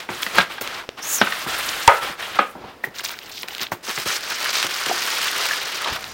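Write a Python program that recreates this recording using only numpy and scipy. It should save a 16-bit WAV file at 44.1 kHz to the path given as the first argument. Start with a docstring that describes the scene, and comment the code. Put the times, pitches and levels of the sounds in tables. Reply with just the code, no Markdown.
"""A small bedroom, miked from nearby: a long polystyrene foam block is dragged out of a cardboard carton,
slid through the hands, knocked and set down. Then the carton is tipped and a thin foam wrapping sheet is
crumpled and pulled up out of it. Rubbing is filtered slips and hiss, blows are ringing modes with noise,
snaps and crinkles are noise bursts and the hand's squeal is a gliding tone. The hardest knocks overload
the microphone."""
import sys
import numpy as np
from scipy import signal
from scipy.fft import rfft, irfft
from scipy.io import wavfile
from scipy.ndimage import uniform_filter1d

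SR = 44100
rng = np.random.default_rng(int(sys.argv[2]) if len(sys.argv) > 2 else 0)


def store_wav(level_fs):
    """Save 16-bit WAV to argv[1]."""
    pcm = np.round(np.clip(np.atleast_2d(level_fs), -1, 1) * 32767)
    wavfile.write(sys.argv[1], SR, pcm.T.astype(np.int16))


N = 270333
TIME = np.arange(N) / SR
TOP_HZ = 16000  # top of the microphone's range


def undb(db):
    """Decibels to gain."""
    return 10 ** (np.asarray(db) / 20)


def unit(x):
    """Scale to rms 1."""
    return x / np.sqrt(np.mean(x ** 2))


def noise(count=N):
    """White noise."""
    return rng.standard_normal(count)


def curve(rows, axis=1):
    """A column of a table as a line through time."""
    rows = np.array(rows)
    return np.interp(TIME, rows[:, 0], rows[:, axis])


def band(x, lo_hz, hi_hz, order=2):
    """Band-pass made of a high-pass and a low-pass."""
    for hz, kind in ((lo_hz, "high"), (hi_hz, "low")):
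        sos = signal.butter(order, min(hz, SR / 2 - 100), kind, fs=SR, output="sos")
        x = signal.sosfilt(sos, x)
    return x


def colour(x, points):
    """Causal filter with the given (f/Hz, level/dB) shape, made minimum-phase through the cepstrum."""
    hz, db = np.transpose(points)
    size = 2048
    bins_hz = np.arange(size // 2 + 1) * SR / size
    gain = undb(np.interp(np.log(bins_hz + 1), np.log(hz), db))
    cepstrum = irfft(np.log(gain))[:size // 2]
    cepstrum[1:] *= 2
    impulse = irfft(np.exp(rfft(cepstrum, size)))
    return signal.fftconvolve(x, impulse)[:len(x)]


def walk(rate):
    """Smooth random wander with a spread near 1, heading for a new value `rate` times a second."""
    hold = int(SR / rate)
    steps = np.repeat(noise(N // hold + 1), hold)
    return unit(uniform_filter1d(steps, hold))[:N]


def fade(t, t60):
    """Exponential decay that loses 60 dB in t60."""
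    return np.exp(-np.log(1000) * t / t60)


def add(track, s, sound):
    """Mix a sound in at time s."""
    start = int(s * SR)
    track[start:start + len(sound)] += sound[:N - start]


# Quiet room: f/Hz, level/dB
ROOM_TONE = [(25, -15), (60, -9.5), (150, -6.5), (400, -2), (800, -5), (2500, -12), (8000, -28),
             (16000, -27)]


def room_tone(level_db=-47):
    """The air of the quiet room: steady noise, strongest in the low middle."""
    return unit(colour(noise(), ROOM_TONE)) * undb(level_db)


def room(x, count=40):
    """Reverberation of the small furnished room; the echo pattern keeps changing as things move about."""
    low_t60, high_t60, gap_s = .3, .26, .004
    out, t = np.zeros(N), TIME[:SR // 3]
    step = N // count + 1
    for start in range(0, N, step):
        low, high = rng.standard_normal((2, len(t)))
        low_tail = band(low, 72, 4100) * fade(t, low_t60)
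        high_tail = band(high, 1700, 10400) * fade(t, high_t60)
        tail = (low_tail + 1.14 * high_tail) * (t > gap_s)
        tail = tail / np.sqrt(np.sum(tail ** 2))
        add(out, start / SR, signal.fftconvolve(x[start:start + step], tail))
    return out


# The carton drops back upright on the bedding: t/s, level/dB
SETTLE = [(5.8, -76), (5.88, -55), (5.925, -33.5), (5.97, -54), (6.13, -47)]


def settle():
    """The soft landing is a swell of low noise."""
    return unit(band(noise(), 40, 220)) * undb(curve(SETTLE))


def pop(t, hz, cycles):
    """A few cycles at one pitch that swell and die."""
    decay_s = cycles / hz
    rise_s = 0.53 * decay_s
    return np.sin(2 * np.pi * hz * t) * np.minimum(t / rise_s, 1) * np.exp(-np.maximum(t - rise_s, 0) / decay_s)


# Short pops and thuds: t/s, level/dB before the swell, f/Hz, decay/cycles, room send/gain before its trim
POPS = [(0.8898, -15, 474, 0.71, 0.088), (0.8912, -8.5, 2870, 0.53, 0.17), (1.877, -9.5, 89, .4, .1),
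        (2.8405, -7.5, 1894, 4.6, 0.16), (4.9115, -10, 738, 3.7, 0.28), (5.5095, -10.5, 1720, 5.3, 0.45)]


def pops():
    """An edge lets go or lands with a pop, and the room answers."""
    direct, sent = np.zeros(N), np.zeros(N)
    for s, db, hz, cycles, share in POPS:
        sound = undb(db) * pop(TIME[:SR // 8], hz, cycles)
        add(direct, s, sound)
        add(sent, s, share * sound)
    return direct + undb(-2) * room(sent)


def strokes(rows, attack_s, release_t60, body_db, fizz_db, body_tilt):
    """Body, rasp and fizz gains: strokes take hold, swell or ease, then die; brightness trades body for fizz."""
    power = np.zeros((3, N))
    for s, length, db, swell_db, bright_db in rows:
        t = TIME - s
        progress = np.clip(t / length, 0, 1)
        attack = np.clip(t / attack_s, 0, 1)
        release = fade(np.maximum(t - length, 0), release_t60)
        gain = attack * undb(db + swell_db * (progress - .5)) * release
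        balance = undb([body_db - body_tilt * bright_db, 0, fizz_db + bright_db])
        power += np.outer(balance, gain) ** 2
    return np.sqrt(power)


def rubbing(gains, shape, rate, spread_db, judder_db, hiss, wet, patchy_db, judder_rate=140, patchy_rate=110):
    """Tiny slips come in juddering bunches over a smooth hiss; body, rasp and fizz follow the contact."""
    sizes = undb(spread_db * np.minimum(rng.exponential(size=N), 4))
    slips = unit((rng.random(N) < rate / SR) * sizes * rng.choice([-1, 1], N))
    force = (slips + hiss * noise()) * undb(judder_db * walk(judder_rate))
    # the hand pulls evenly over many slips
    force = force / np.sqrt(uniform_filter1d(force ** 2, SR // 20))
    # every patch of surface rings at its own pitch, so the octaves swell separately
    octaves_hz = 2. ** np.arange(5, 15)
    direct = unit(sum(band(force, hz, 2 * hz, order=3) * undb(patchy_db * walk(patchy_rate)) for hz in octaves_hz))
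    # slips from ever new places blur into a diffuse wash in the room
    wash_power = signal.fftconvolve(force ** 2, fade(TIME[:SR // 4], 0.037))[:N]
    wash = unit(np.sqrt(np.abs(wash_power)) * noise())
    sound = colour(direct + wet * wash, shape)
    edges_hz = (30, 1200, 5500, 16500)  # between them: body, rasp, fizz
    parts = [unit(band(sound, lo, hi, order=5)) for lo, hi in zip(edges_hz, edges_hz[1:])]
    return sum(part * gain for part, gain in zip(parts, gains))


# Tone of the thin flaps, also worn by snaps and crinkles: f/Hz, level/dB
FLAP_COLOUR = [(60, -8), (200, -8), (400, -2.5), (1300, 3.5), (2300, 5), (3900, 3), (6000, -6.5),
               (11300, -11.5), (14500, -7.5)]
# Fingers and block brushing the flaps: t/s, length/s, mid-stroke rasp level/dB, swell/dB, brightness/dB
FLAP_STROKES = [(0.214, 0.013, -32, 10, 5), (0.607, 0.014, -37, -4.5, 15), (2.833, 0.017, -40.5, -1, 7),
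                (2.937, 0.058, -36.5, 12, -1), (3.033, 0.019, -28.5, 0, 4), (3.065, 0.06, -34.5, 5, 0),
                (3.15, 0.17, -42.5, 7, -0.5), (3.32, 0.11, -45.5, 2, 7.5), (3.475, 0.14, -36, -1.5, -1),
                (3.598, 0.024, -29.5, 16.5, -2.5), (3.714, 0.014, -35.5, -2.5, 9.5)]


def flap_brushes():
    """Brushed flaps make sparse, uneven slips; returns the sound and the rasp gain."""
    gains = strokes(FLAP_STROKES, attack_s=0.0058, release_t60=0.15, body_db=-10, fizz_db=-5.5, body_tilt=0.14)
    sound = rubbing(gains, FLAP_COLOUR, rate=1700, spread_db=4.0, judder_db=1.1, hiss=0.68, wet=0.48,
                    patchy_db=4.0)
    return sound, gains[1]


# A finger drags along a flap edge: t/s, length/s, level at the middle/dB
EDGE_DRAGS = [(3.31, 0.14, -35.5), (4.518, 0.14, -24.5)]


def edge_drags():
    """The card edge gives a papery hiss in a narrow band; each drag swells and fades."""
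    gain = 0
    for s, length, db in EDGE_DRAGS:
        gain = gain + undb(db) * np.sin(np.pi * np.clip((TIME - s) / length, 0, 1))
    return gain * unit(band(noise(), 3500, 4900, order=4) * undb(2.5 * walk(400)))


# Sharp snaps, creases buckling and the clicks of the hardest knocks: t/s, level/dB, centre f/Hz
SNAPS = [(0.3845, -5.5, 3780), (0.675, -16, 3500), (1.214, -17, 3000), (1.8771, 0.5, 4950),
         (3.093, -21, 6500), (3.189, -22, 4460), (3.419, -34, 5000), (3.432, -16.5, 3920),
         (3.4845, -17, 4830), (3.533, -25, 6000), (3.5496, -17, 5800), (3.582, -21, 4050),
         (4.444, -14, 6000), (4.554, -12, 4470), (4.585, -13, 4000), (4.628, -7.5, 3800),
         (4.862, -12, 9900), (5.104, -15.5, 3500), (5.821, -20, 9900), (6.042, -18, 2450)]


def snaps(decay_s=0.0012):
    """A sharp snap or click is a spiky noise burst with the bright tone of the thin flaps."""
    out, t = np.zeros(N), TIME[:SR // 8]
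    shape = np.exp(-t / decay_s)
    for s, db, hz in SNAPS:
        burst = colour(band(noise(len(t)) * shape, hz / 2, 2 * hz, order=1), FLAP_COLOUR)
        # every burst gets the energy of the bare decay
        add(out, s, undb(db) * burst * np.sqrt(np.sum(shape ** 2) / np.sum(burst ** 2)))
    return out


def crinkles(gain, rate, db, lo_hz, decay_s):
    """Small creases give way at random, as loud as the stroke that bends them."""
    onsets = (rng.random(N) < rate / SR) * rng.random(N) ** 2
    power = signal.fftconvolve(onsets, np.exp(-2 * TIME[:SR // 20] / decay_s))[:N]
    hiss = unit(colour(band(noise(), lo_hz, TOP_HZ, order=1), FLAP_COLOUR))
    return undb(db) * gain * np.sqrt(np.abs(power)) * hiss


# Tone of the rubbed wrapping sheet: f/Hz, level/dB
WRAP_COLOUR = [(50, -39), (130, -14.5), (280, -11), (390, -2.5), (700, -1.5), (1550, 1), (2600, -0.5),
               (4500, -3), (8000, -7.5), (11300, -9.5), (15000, -13.5)]
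# Tugs at the sheet: t/s, length/s, mid-tug rasp level/dB, swell/dB, brightness/dB
WRAP_TUGS = [(3.825, 0.21, -33.5, 6.5, 5), (3.87, 0.035, -29.5, 7, -16), (4.05, 0.12, -25, -2.5, 3.5),
             (4.18, .21, -31.5, 4, -1.5), (4.285, .06, -27.5, -7, -1), (4.39, 0.12, -26, 2.5, -2),
             (4.52, 0.15, -24.5, -3, 1.5), (4.68, 0.59, -26.5, 5, 1), (5.228, 0.055, -29, 7, 0),
             (5.285, 0.18, -24.5, 5, -1.5), (5.47, 0.098, -25.5, -1.5, 0.5), (5.555, 0.41, -29, 0, -3.5),
             (5.82, 0.07, -33.5, 11, -38), (5.96, 0.16, -38.5, 0, 1)]


def wrap_tugs():
    """The tugged sheet rubs in dense, uneven slips; returns the sound and the rasp gain."""
    gains = strokes(WRAP_TUGS, attack_s=0.015, release_t60=0.095, body_db=-11, fizz_db=-9.5, body_tilt=0.27)
    sound = rubbing(gains, WRAP_COLOUR, rate=4400, spread_db=4.0, judder_db=-1.5, hiss=0.48, wet=1.0,
                    patchy_db=3.6)
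    return sound, gains[1]


def knocks(rows, modes, rattle_db, rattle_t60, crack_db, crack_t60, spot_db, spot_cycles):
    """A blow pops the spot, rings the modes, cracks and rattles overtones; lower-pitched spots sound duller."""
    out, t = np.zeros(N), TIME[:SR // 2]
    for s, db, spot_hz, lo_hz, length in rows:
        hi_hz = 1.3 * spot_hz  # the blow turns dull above this
        ring = 0
        for k, (hz, mode_db, t60) in enumerate(modes):
            ring = ring + (-1) ** k * undb(mode_db) * np.sin(2 * np.pi * hz * t) * fade(t, t60 * length)
        ring = ring / np.sqrt(sum(undb(mode_db) ** 2 for _, mode_db, _ in modes))
        rattle = undb(rattle_db) * fade(t, rattle_t60 * length)
        crack = undb(crack_db) * fade(t, crack_t60)
        blow = ring / 2 + (rattle + crack) * noise(len(t))
        body = band(band(blow, lo_hz / 2, hi_hz, order=1), lo_hz / 2, 2 * hi_hz, order=4)
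        add(out, s, undb(db) * (body + undb(spot_db) * pop(t, spot_hz, spot_cycles)))
    return out


# Bumps on the carton: t/s, drive level/dB, struck spot f/Hz, twice the low-cut f/Hz, ring length factor
CARTON_BUMPS = [(0.0895, -13.5, 950, 171, 0.85), (0.612, -15.5, 900, 202, 0.35),
                (1.4635, -17, 770, 130, 0.64), (2.094, -22, 280, 132, 0.74), (2.552, -24, 560, 100, 3),
                (2.64, -24.5, 560, 130, 1.6), (2.838, -19.5, 1190, 400, 0.57), (2.872, -25, 440, 131, 0.88),
                (3.432, -25.5, 1660, 390, 0.81), (3.718, -10, 935, 190, 0.49),
                (3.882, -17.5, 900, 350, 0.37), (3.9765, -15.5, 1660, 253, 0.45),
                (4.060, -19, 398, 130, 0.88), (4.643, -13.5, 560, 280, 0.73), (4.863, -16, 473, 169, 0.5),
                (4.895, -11.5, 600, 506, 0.96), (5.858, -14, 800, 1100, 3.9)]
# Modes of the carton: f/Hz, relative level/dB, t60/s before the ring length factor
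CARTON_MODES = [(124, -30, 0.68), (196, 10.5, 0.14), (256, 11.5, 0.049), (356, 9.5, 0.34), (510, 1, 0.054),
                (610, 0, 0.12), (772, 6.5, 0.26), (947, 20.5, 0.039)]


def carton_bumps():
    """The hollow carton rings low, with a short pop at the struck spot."""
    return knocks(CARTON_BUMPS, CARTON_MODES, rattle_db=-0.5, rattle_t60=0.27, crack_db=-0.5,
                  crack_t60=0.043, spot_db=-10, spot_cycles=1.3)


# A hand sliding along the block: t/s, f/Hz, tone level/dB
SQUEAL = [(1.0, 5500, -61), (1.027, 5770, -32), (1.05, 6300, -35), (1.09, 6840, -28.5),
          (1.125, 6860, -25.5), (1.155, 6800, -23), (1.18, 6400, -26.5), (1.21, 5140, -32),
          (1.24, 4930, -66)]


def squeal(jitter=0.07, hiss_db=1, flutter_db=3):
    """Skin sticks and slips on the beads: an unsteady pitch follows the hand's speed, under a fine hiss."""
    pitch_hz = curve(SQUEAL, axis=1)
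    phase = 2 * np.pi * np.cumsum(pitch_hz * (1 + jitter * walk(2200))) / SR
    tone = unit(np.sin(phase) * undb(flutter_db * walk(300)))
    hiss = unit(band(noise(), 7500, 10500) + band(noise(), 12500, 16000))
    speed = pitch_hz / pitch_hz.max()  # the sixth power keeps the hiss near full speed
    return (tone + undb(hiss_db) * speed ** 6 * hiss) * undb(curve(SQUEAL, axis=2))


# Tone of the rubbed foam block: f/Hz, level/dB
BLOCK_COLOUR = [(50, -6.5), (120, -4), (200, -5.5), (430, 1.5), (750, 4), (1700, 0.5), (3500, -2.5),
                (5800, -13), (8100, -12.5), (11500, -13.5), (15500, -17)]
# Slides over card, hands and shirt: t/s, length/s, mid-slide rasp level/dB, swell/dB, brightness/dB
BLOCK_SLIDES = [(0.0, 0.013, -17, -30.5, -2.5), (0.08, 0.34, -34, 1, 1.5), (0.32, 0.066, -25.5, 15.5, -6),
                (0.485, 0.089, -33.5, -10, -4), (0.61, .19, -33, -1.5, -3.5), (0.97, 0.034, -30, -16, -6.5),
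                (1.02, 0.42, -31.5, 3, 1.5), (1.46, 0.097, -26, 1, 1), (1.56, .42, -29, -5.5, 3),
                (2.005, .11, -27.5, -8, -2.5), (2.175, 0.16, -32.5, -5.5, -1.5),
                (2.34, 0.045, -27.5, -16, -5.5), (2.38, 0.15, -51.5, -12, 12),
                (2.55, .15, -48.5, 12, -14.5)]


def block_slides():
    """The sliding block rubs in dense, nearly equal slips."""
    gains = strokes(BLOCK_SLIDES, attack_s=0.028, release_t60=0.22, body_db=-8.5, fizz_db=-9, body_tilt=0.6)
    return rubbing(gains, BLOCK_COLOUR, rate=4000, spread_db=-1.5, judder_db=-0.05, hiss=0.59, wet=1.0,
                   patchy_db=3.0)


# Knocks on the block: t/s, drive level/dB, struck spot f/Hz, twice the low-cut f/Hz, ring length factor
BLOCK_KNOCKS = [(0.2645, -15.5, 2000, 397, 0.22), (0.3835, -1.5, 1620, 300, 0.42),
                (0.403, -15, 2060, 700, 0.16), (0.581, -20.5, 1605, 1400, 0.35),
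                (1.214, -0.5, 1526, 207, 0.38), (1.270, -13, 1500, 1400, .45),
                (1.322, -13.5, 1800, 1950, 0.46), (1.8765, 7, 929, 900, 1.08),
                (2.226, -21.5, 1840, 1300, .4), (2.3885, -2.5, 1220, 505, 0.82)]
# Modes of the block: f/Hz, relative level/dB, t60/s before the ring length factor
BLOCK_MODES = [(195.6, 7, 0.3), (274, -2, 0.103), (378, -12, 0.091), (488, -16, 0.96), (565, 3.5, 0.3),
               (804, 11, 0.081), (897, -4, 0.22), (1060, 5, 0.19), (1250, 12, 0.19), (1340, -1, 0.6),
               (1485, 8.5, 0.16), (1960, -11, 0.29), (2440, -10, 0.24)]


def block_knocks():
    """The light foam rings through the middle, with a strong pitched pop at the struck spot."""
    return knocks(BLOCK_KNOCKS, BLOCK_MODES, rattle_db=-3.0, rattle_t60=0.26, crack_db=1.5,
                  crack_t60=0.043, spot_db=-2.5, spot_cycles=6.9)


def scene():
    """The quiet bedroom, carton, wrapping sheet and foam block, with the room's echoes of blows and bright sounds."""
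    flaps, flap_gain = flap_brushes()
    wrap, wrap_gain = wrap_tugs()
    flap_creases = crinkles(flap_gain, rate=80, db=-4, lo_hz=3000, decay_s=0.00059)
    wrap_creases = crinkles(wrap_gain, rate=120, db=8, lo_hz=6000, decay_s=0.0016)
    bright = snaps() + squeal() + edge_drags() + flap_creases + wrap_creases
    carton = carton_bumps()
    foam = block_knocks()
    echoes = room(undb(-13.5) * foam + undb(-20.5) * carton + undb(-29) * bright)
    background = room_tone() + echoes + settle() + pops()
    return (background + flaps + wrap + carton + bright + block_slides() + foam)[None]


def record(dry):
    """The nearby microphone has a narrow dip in the treble and clips on the hardest knocks; the top is cut."""
    dip_hz, dip_q, dip_depth = 11400, 8, .7  # a depth of 1 would be a full notch
    notched = signal.lfilter(*signal.iirnotch(dip_hz, dip_q, fs=SR), dry)
    clipped = np.clip(dry + dip_depth * (notched - dry), -1, 1)
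    return signal.sosfilt(signal.ellip(10, .2, 70, TOP_HZ, fs=SR, output="sos"), clipped)


dry = scene()
out = record(dry)
store_wav(out)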